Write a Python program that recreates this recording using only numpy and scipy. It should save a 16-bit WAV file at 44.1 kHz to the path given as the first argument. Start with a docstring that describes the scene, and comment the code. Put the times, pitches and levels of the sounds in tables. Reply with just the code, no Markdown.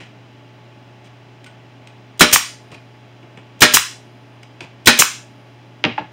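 """A pneumatic brad nailer fires three times into plywood, close to a small overloading microphone.
Over a workshop machine's hum and fan noise, the tool slides off the bench, ticks in the hand and is pressed on the wood.
Each shot is a trigger click, a spit of air, the driver's blow, an exhaust puff and the piston's falling chirp.
A faint hiss follows as air refills the tool; at the end the nose knocks down on the plywood, firmly, then lightly.
Noise bursts make air and friction, decaying modes make wood and steel, and decaying noise makes the room."""
import sys
import numpy as np
from scipy import signal
from scipy.fft import irfft
from scipy.io import wavfile
from scipy.ndimage import uniform_filter1d

SR = 44100
rng = np.random.default_rng(int(sys.argv[2]) if len(sys.argv) > 2 else 0)


def store_pcm(level_fs):
    """Save levels as 16-bit WAV."""
    pcm = np.round(np.clip(level_fs, -1, 1) * 32767).astype(np.int16)
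    wavfile.write(sys.argv[1], SR, np.atleast_2d(pcm).T)


N = 269892
T = np.arange(SR // 2) / SR  # time axis of one short sound, in seconds


def amp(db):
    """Decibels to gain."""
    return 10 ** (np.asarray(db) / 20)


def read(points, hz):
    """A table's value on a log-frequency axis."""
    f, value = np.transpose(points)
    return np.interp(np.log(hz + 1), np.log(f), value)


def add(mix, s, sound):
    """Mixes a sound in at time s."""
    part = mix[max(round(s * SR), 0):][:len(sound)]
    part += sound[:len(part)]


def colour(x, points, tilt_db=0, size=4096):
    """Causal filter of unit energy with the given spectrum, tilted in dB per octave above 500 Hz."""
    hz = abs(np.fft.fftfreq(size, 1 / SR))
    octaves_up = np.log2(np.maximum(hz, 500) / 500)
    log_gain = np.log(amp(read(points, hz) + tilt_db * octaves_up))
    # the minimum-phase response starts without pre-echo
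    taps = np.fft.ifft(np.exp(np.conj(signal.hilbert(log_gain)))).real
    return signal.fftconvolve(x, taps / np.linalg.norm(taps))[:len(x)]


def burst(rise, hold, t60):
    """Noise that swells for rise s, dies away from hold s on, and falls 60 dB every t60 s."""
    envelope = np.minimum(T / rise, 1) * amp(-60 * np.maximum(T - hold, 0) / t60)
    return envelope * rng.standard_normal(len(T))


def ring(modes, spread_db):
    """Struck modes: decaying sines, each a little different in strength and pitch from blow to blow."""
    out = np.zeros(len(T))
    for hz, db, t60 in modes:
        strength, detune = rng.standard_normal(2)
        cycles = hz * (1 + .005 * detune) * T + rng.random()
        envelope = amp(db + spread_db * strength - 60 * T / t60)
        out += envelope * np.sin(2 * np.pi * cycles)
    return out


# Decay of the workshop's reverberation. Each row: frequency in Hz, time to fall 60 dB in seconds.
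ROOM_DECAY = [(120, 0.2135), (600, 0.1866), (1700, 0.2814), (4500, 0.3318), (9000, 0.29), (15000, 0.22)]
# Tone of the reverberation. Each row: frequency in Hz, relative level in dB.
ROOM_TONE = [(100, 6), (600, 4), (1500, 4.5), (4000, 5), (8000, 1), (14000, -5.5)]


def workshop(x, wet_db, build):
    """Dense reflections that build up over about build s, then die band by band."""
    hz, t, bands = signal.stft(rng.standard_normal(SR), SR, nperseg=256)
    bands = bands * amp(-60 * t / read(ROOM_DECAY, hz)[:, None])
    tail = signal.istft(bands, SR, nperseg=256)[1][:len(T)]
    tail = colour(tail * (1 - np.exp(-(T / build) ** 2)), ROOM_TONE)
    wet = signal.fftconvolve(x, tail / np.linalg.norm(tail))[:len(x)]
    return x + amp(wet_db) * wet


# Rush of the machine's fan. Each row: frequency in Hz, relative level in dB per Hz.
FAN_SPECTRUM = [(25, -32.5), (60, -14), (100, -5), (160, -1.5), (290, 1.5), (460, -10.5), (600, -2),
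                (1200, -12), (2800, -12), (4500, -20), (7000, -31.5), (9000, -37), (11000, -46),
                (15500, -41.5)]
# Steady tones of the machine. Each row: frequency in Hz, level in dB rms.
MOTOR_TONES = [(120, -46.5), (280, -60.5), (360, -60), (420.5, -60.5), (705, -74), (857.5, -59),
               (1125, -68)]


def machine():
    """A running motor: slightly wavering tones over the rush of its fan."""
    t = np.arange(N) / SR
    out = amp(-47.5) * colour(rng.standard_normal(N), FAN_SPECTRUM)
    knots = np.linspace(0, t[-1], num=30)
    for hz, db in MOTOR_TONES:
        wander = np.interp(t, knots, rng.standard_normal(len(knots)))
        out += amp(db) * np.sqrt(2) * np.sin(2 * np.pi * hz * (t + .00008 * wander))
    return out


# Singing resonances of the hose coupling. Each row: frequency in Hz, width in Hz, level in dB rms before fading.
COUPLING_RESONANCES = [(4930, 250, -62), (9640, 110, -70), (12980, 260, -74)]
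REFILL_T60_S = 2.6


def refill():
    """Air streams back after each shot: a faint hiss in narrow resonances, fading as the pressure evens out."""
    t, flow, out = np.arange(N) / SR, np.zeros(N), np.zeros(N)
    for s, _, _, vent_after in SHOT_TIMES:
        add(flow, s + vent_after, amp(-60 * t / REFILL_T60_S))
    for hz, width, db in COUPLING_RESONANCES:
        hiss = signal.lfilter(*signal.iirpeak(hz, hz / width, SR), rng.standard_normal(N))
        out += amp(db) * hiss / hiss.std()
    return flow * out


# Spectrum of small steel contacts. Each row: frequency in Hz, relative level in dB per Hz.
CLICK_SPECTRUM = [(200, -16.5), (1000, -7.5), (2400, 11), (4000, 2.5), (6200, -6.5), (8600, -8),
                  (10500, -25.5), (15000, -27.5)]
# Small spring in the nose. Each row: frequency in Hz, relative level in dB, time to fall 60 dB in seconds.
SPRING_MODES = [(1476, -1.5, 0.08), (2090, 1, 0.032), (3100, -2.5, 0.045), (8400, -10, .15)]


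def click(tilt_db, length, spring_db, t60=.018):
    """Small steel parts scrape and click in noise of uneven grain, and the spring in the nose rings."""
    roughness = uniform_filter1d(rng.standard_normal(len(T)), size=49) * np.sqrt(49)
    grains = amp(3 * roughness)
    rub = burst(rise=0.00077, hold=length, t60=t60)
    scrape = colour(grains * rub, CLICK_SPECTRUM, tilt_db=tilt_db)
    return scrape + amp(spring_db) * ring(SPRING_MODES, spread_db=3.0)


# Dull answer of the wood. Each row: frequency in Hz, relative level in dB per Hz.
THUD_SPECTRUM = [(30, -43), (60, -26), (85, -8.5), (120, 0.5), (200, 0.5), (300, -0.5), (480, -7),
                 (850, -7), (1300, -16), (3000, -23), (8000, -57.5), (15000, -85)]


def thud():
    """The wood under the tip answers a contact with a low, soft burst."""
    return colour(burst(rise=0.0041, hold=0.0078, t60=0.12), THUD_SPECTRUM)


# A light touch is bright (tilt in dB per octave); a firmer one digs in and dulls (tilt lost per dB above LIGHT_DB).
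LIGHT_DB, LIGHT_TILT_DB, DULLING = -41, 3.3, .45


def press(db, seats_after, seat_db, wood_db, spring_db):
    """The safety tip touches the wood, drags on it while it slides in, then seats against its spring."""
    tilt_db = LIGHT_TILT_DB - DULLING * (db - LIGHT_DB)
    out = amp(db) * click(tilt_db, length=.004, spring_db=-17, t60=.022)
    drag = click(tilt_db=1, length=seats_after, spring_db=-20)
    out += amp(wood_db) * (thud() + amp(-12) * drag)
    seat = click(tilt_db=0.5, length=.004, spring_db=spring_db - seat_db, t60=.06)
    add(out, seats_after, amp(seat_db) * seat)
    add(out, seats_after, amp(wood_db - 7.5) * thud())
    return out


# The tool slides off the bench. Its one row: start in seconds, level in dB, hold of the scrape in seconds.
BENCH_SLIDE = (.002, -41, .016)
# Loose steel parts tick as the grip shifts. Each row: start in seconds, level in dB, hold of the scrape in seconds.
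GRIP_TICKS = [(1.042, -52.5, 0.034), (1.872, -39.5, .0014), (4.430, -40, 0.00333)]
# The nose nudges the workpiece. Each row: start in seconds, level of the click in dB, level of the wood in dB.
NOSE_NUDGES = [(2.705, -48, -45), (3.229, -50, -42.5), (3.3736, -38, -39.5)]
# The safety tip is pressed on the wood, then seats. Each row: start in seconds, level of the touch in dB,
# seconds until it seats, level of the seating in dB, level of the wood in dB, level of the seated spring in dB.
TIP_PRESSES = [(1.4417, -41, .021, -42.5, -54, -42), (2.716, -41.5, 0.027, -40.5, -37, -56),
               (4.606, -30, .031, -44, -33, -62)]
TRIGGER_DB = -44


def handling():
    """The tool is picked up, shifted, pressed on the work and triggered: steel clicks and soft wood thuds."""
    out = np.zeros(N)
    s, db, length = BENCH_SLIDE
    slide = click(tilt_db=-2.5, length=length, spring_db=-24, t60=0.24)
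    add(out, s, amp(db) * (slide + amp(-0.5) * thud()))
    for s, db, length in GRIP_TICKS:
        tick = click(tilt_db=2.0, length=length, spring_db=-14, t60=.024)
        add(out, s, amp(db) * (tick + amp(-12.5) * thud()))
    for s, db, wood_db in NOSE_NUDGES:
        nudge = click(tilt_db=-2, length=.002, spring_db=-21)
        add(out, s, amp(db) * nudge + amp(wood_db) * thud())
    for s, *row in TIP_PRESSES:
        add(out, s, press(*row))
    for s, _, trigger_lead, _ in SHOT_TIMES:
        trigger = click(tilt_db=5.5, length=0.0017, spring_db=-23.5)
        add(out, s - trigger_lead, amp(TRIGGER_DB) * trigger)
    return out


def bending_wave(centre_hz, octaves, delay):
    """A tap carried by the board: high notes run ahead, with the given delay in s at 1 kHz."""
    hz = np.fft.rfftfreq(len(T), 1 / SR) + 1
    contact = 1 / (1 + (np.log2(hz / centre_hz) / octaves) ** 2 / 2) ** 2
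    contact /= 1 + (hz / (2.14 * centre_hz)) ** 6  # wood is too soft to carry the top treble
    # this phase makes the delay shrink with the square root of frequency
    wave = irfft(contact * np.exp(-4j * np.pi * delay * np.sqrt(1000 * hz)), len(T))
    return wave / abs(wave).max()


# The nose is set down on the plywood. Each row: start in seconds, relative level of the tap in dB, centre of the
# contact spectrum in Hz, its width in octaves, relative level of the ring in dB, relative level of the bench's thud in dB.
NOSE_KNOCKS = [(5.8375, -7, 2610, 0.64, -22, -16.5), (5.9756, -22, 1480, 1, -21.5, -32.5)]
# Rattle of the magazine. Each row: frequency in Hz, relative level in dB per Hz.
CLATTER_SPECTRUM = [(40, -40), (400, -24), (1400, -0.5), (2800, 8.5), (4000, -2), (5200, -15), (8000, -32),
                    (15000, -69)]
# The glued plywood piece. Each row: frequency in Hz, relative level in dB, time to fall 60 dB in seconds.
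PLYWOOD_MODES = [(306, -13.5, 0.27), (585, -7.5, 0.14), (798, -4, 0.14), (861, 7.5, 0.053), (983, 1, 0.066),
                 (1088, 3.5, 0.049), (1380, 6.5, 0.026), (1646, -2, 0.056)]


def knocks():
    """The nose lands on the plywood and bounces; the magazine clatters, the piece rings, the bench thuds."""
    out = np.zeros(N)
    for s, db, centre_hz, octaves, ring_db, thud_db in NOSE_KNOCKS:
        tap = amp(db + 6.0) * bending_wave(centre_hz, octaves, delay=.006)
        add(out, s, tap)
        add(out, s + .0112, amp(db + 5.0) * tap)  # a harder landing bounces more
        weight = bending_wave(centre_hz=417, octaves=1.0, delay=0.00397)  # the tool's weight follows
        add(out, s, amp(thud_db) * weight)
        clatter = colour(burst(rise=0.0013, hold=0.0091, t60=0.077), CLATTER_SPECTRUM)
        add(out, s + 0.004, amp(db - 9) * clatter)
        piece = ring(PLYWOOD_MODES, spread_db=4.0) * (1 - np.exp(-(T / 0.0023) ** 2))
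        add(out, s + 0.00384, amp(ring_db) * piece)
        bench = colour(burst(rise=0.0027, hold=0.025, t60=0.14), THUD_SPECTRUM)
        add(out, s + .008, amp(thud_db) * bench)
    return out


# Bench and workpiece. Each row: frequency in Hz, relative level in dB, time to fall 60 dB in seconds.
BENCH_MODES = [(121, -13, 0.15), (194, -11, 0.14), (239.6, 0, .22), (369.6, -3, .17), (387, -11, 0.14),
               (433, -7, 0.12), (474, -11.5, 0.27), (606.6, -4.5, 0.23), (805, -9.5, 0.18)]


def boom():
    """Recoil pushes the bench; its heavy top takes a few cycles to swing, then booms."""
    u = T / 0.0013
    push = (1 - u) * np.exp(-u)
    swing = ring(BENCH_MODES, spread_db=1.5) * (1 - np.exp(-T / 0.0073))
    return amp(-18.0) * push + amp(-10) * swing


def chirp(start_hz, end_hz, glide, length):
    """The last air squeezed out by the returning piston: a few cycles that fall in pitch."""
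    hz = end_hz + (start_hz - end_hz) * np.exp(-T / glide)
    swell = np.sin(np.pi * np.minimum(T / length, 1))
    return swell * np.sin(2 * np.pi * np.cumsum(hz) / SR)


def piston_home():
    """A tick and a falling chirp as the piston seats; the bench top reflects the chirp at once."""
    out = amp(1.5) * colour(burst(rise=.0003, hold=0.0021, t60=0.017), CLICK_SPECTRUM)
    squeak = chirp(start_hz=2680, end_hz=856, glide=0.00161, length=0.0044)
    add(out, .0004, amp(7.5) * squeak)
    add(out, .0015, amp(-4) * squeak)  # reflection
    return out


# Driver striking the brad and its stop. Each row: frequency in Hz, relative level in dB per Hz.
BLOW_SPECTRUM = [(30, -15.5), (100, -6), (300, -0.5), (700, -6), (1300, 1), (2600, -0.5), (4000, -1),
                 (6500, -8.5), (9000, -10), (11000, -22.5), (15500, -20)]
# The nailer's housing and magazine. Each row: frequency in Hz, relative level in dB, time to fall 60 dB in seconds.
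HOUSING_MODES = [(992, -6, .15), (1308, -9, 0.18), (1504, -7.5, .18), (1560, -5, 0.21), (1692, -7, 0.47),
                 (2234, -4.5, 0.26), (2450, -1.5, 0.27), (2515, -0.5, 0.33), (2900, -4.5, .15),
                 (3310, -4, .17), (3600, -7.5, .2), (3940, -10, .2), (8830, -11.5, 0.27)]


def blow():
    """The driver sinks the brad and hits its stop: a dense rattle, a crack, then the housing rings on."""
    rattle = colour(burst(rise=0.00086, hold=.011, t60=0.097), BLOW_SPECTRUM)
    crack = colour(burst(rise=0.00043, hold=0.001, t60=0.011), BLOW_SPECTRUM, tilt_db=4.0)
    out = amp(-1.5) * rattle
    add(out, .003, amp(-0.5) * crack)
    return out + amp(-19.0) * ring(HOUSING_MODES, spread_db=1.5)


# Air spitting from the opening valve. Each row: frequency in Hz, relative level in dB per Hz.
SPIT_SPECTRUM = [(60, -10.5), (400, -1), (1500, -11.5), (2500, -4.5), (3600, 9), (5000, -3), (7000, 1.5),
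                 (9000, 0.5), (10500, -20.5), (13500, -3), (16000, -2)]
# Air venting from the cylinder. Each row: frequency in Hz, relative level in dB per Hz.
EXHAUST_SPECTRUM = [(40, -14.5), (300, -5.5), (800, -9.5), (1500, -7.5), (2700, -1), (4500, -1.5),
                    (7000, 2), (9000, 1), (10800, -10.5), (13500, -2.5), (16000, -7)]


def shot(blow_db, vent_after, vent_db, lead):
    """The valve opens with a spit, the driver strikes after lead s, the valve resets and the cylinder vents."""
    out = np.zeros(SR)
    spit = colour(burst(rise=.003, hold=.009, t60=.04), SPIT_SPECTRUM)
    add(out, 0, amp(-13.5) * spit)
    add(out, lead, amp(blow_db) * blow())
    first_puff = colour(burst(rise=0.0021, hold=0.0022, t60=0.028), EXHAUST_SPECTRUM, tilt_db=-3)
    add(out, lead + vent_after - .012, amp(-17.5) * first_puff)
    vent = colour(burst(rise=0.0061, hold=0.015, t60=0.13), EXHAUST_SPECTRUM)
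    add(out, lead + vent_after, amp(vent_db) * vent)
    return out


# The three shots. Each row: start of the blow in seconds, level of the blow in dB,
# seconds by which the trigger comes before the blow, seconds from the blow until the valve resets.
SHOT_TIMES = [(2.2076, 7.5, .0316, .1179), (3.6192, 8, .0272, .1168), (4.8714, 7.5, .0254, .1158)]
# Every shot: the valve opens this long before the blow, and the piston comes home this long after the reset.
VALVE_LEAD_S, RETURN_S = .0142, .0331
VENT_DB, RECOIL_DB = 2, -1  # recoil is relative to the blow


def nailer():
    """Three shots; tool and arm shift between them, so the room answers each a little differently."""
    out = np.zeros(N)
    for s, blow_db, _, vent_after in SHOT_TIMES:
        firing = shot(blow_db, vent_after, VENT_DB, VALVE_LEAD_S)
        add(out, s - VALVE_LEAD_S, workshop(firing, wet_db=-10, build=.008))
        recoil = amp(blow_db + RECOIL_DB) * boom()
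        add(out, s, workshop(recoil, wet_db=-12.5, build=0.012))
        add(out, s + vent_after + RETURN_S, workshop(piston_home(), wet_db=-14.5, build=0.0067))
    return out


def scene():
    """The machine and the refill hiss, with tool and bench sounding in the room."""
    out = machine() + refill()
    out += workshop(handling(), wet_db=-10.0, build=.008)
    out += workshop(knocks(), wet_db=-12.5, build=0.0063)
    out += nailer()
    return out[None]


def gain_control(x, threshold_db, most_db, recover_db, attack):
    """Turns loud sound down, too late for the attack, and recovers by recover_db a second."""
    power_db = 10 * np.log10(signal.lfilter([.01], [1, -.99], x ** 2) + 1e-12)
    fall = np.arange(N) * recover_db / SR
    excess_db = np.clip(power_db - threshold_db, 0, most_db)
    cut_db = np.maximum.accumulate(excess_db + fall) - fall  # peaks held, then released in a straight line
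    keep = np.exp(-1 / (attack * SR))
    return x * amp(-signal.lfilter([1 - keep], [1, -keep], cut_db))


# Narrow dips in the microphone's response. Each row: frequency in Hz, width in Hz.
MICROPHONE_DIPS = [(3680, 160), (4400, 300), (8030, 420), (11730, 400)]
EDGE_HZ = 15850  # upper band limit


def record(dry):
    """Microphone dips, gain control, hard overload and the band limit."""
    x = dry[0]
    for hz, width in MICROPHONE_DIPS:
        x = signal.lfilter(*signal.iirnotch(hz, hz / width, SR), x)
    x = gain_control(x, threshold_db=-12.5, most_db=7, recover_db=54, attack=.012)
    x = np.clip(x, -1, 1)
    low_pass = signal.firwin(511, EDGE_HZ, window=("kaiser", 8), fs=SR)
    return signal.oaconvolve(x, low_pass, "same")[None]


dry = scene()
out = record(dry)
store_pcm(out)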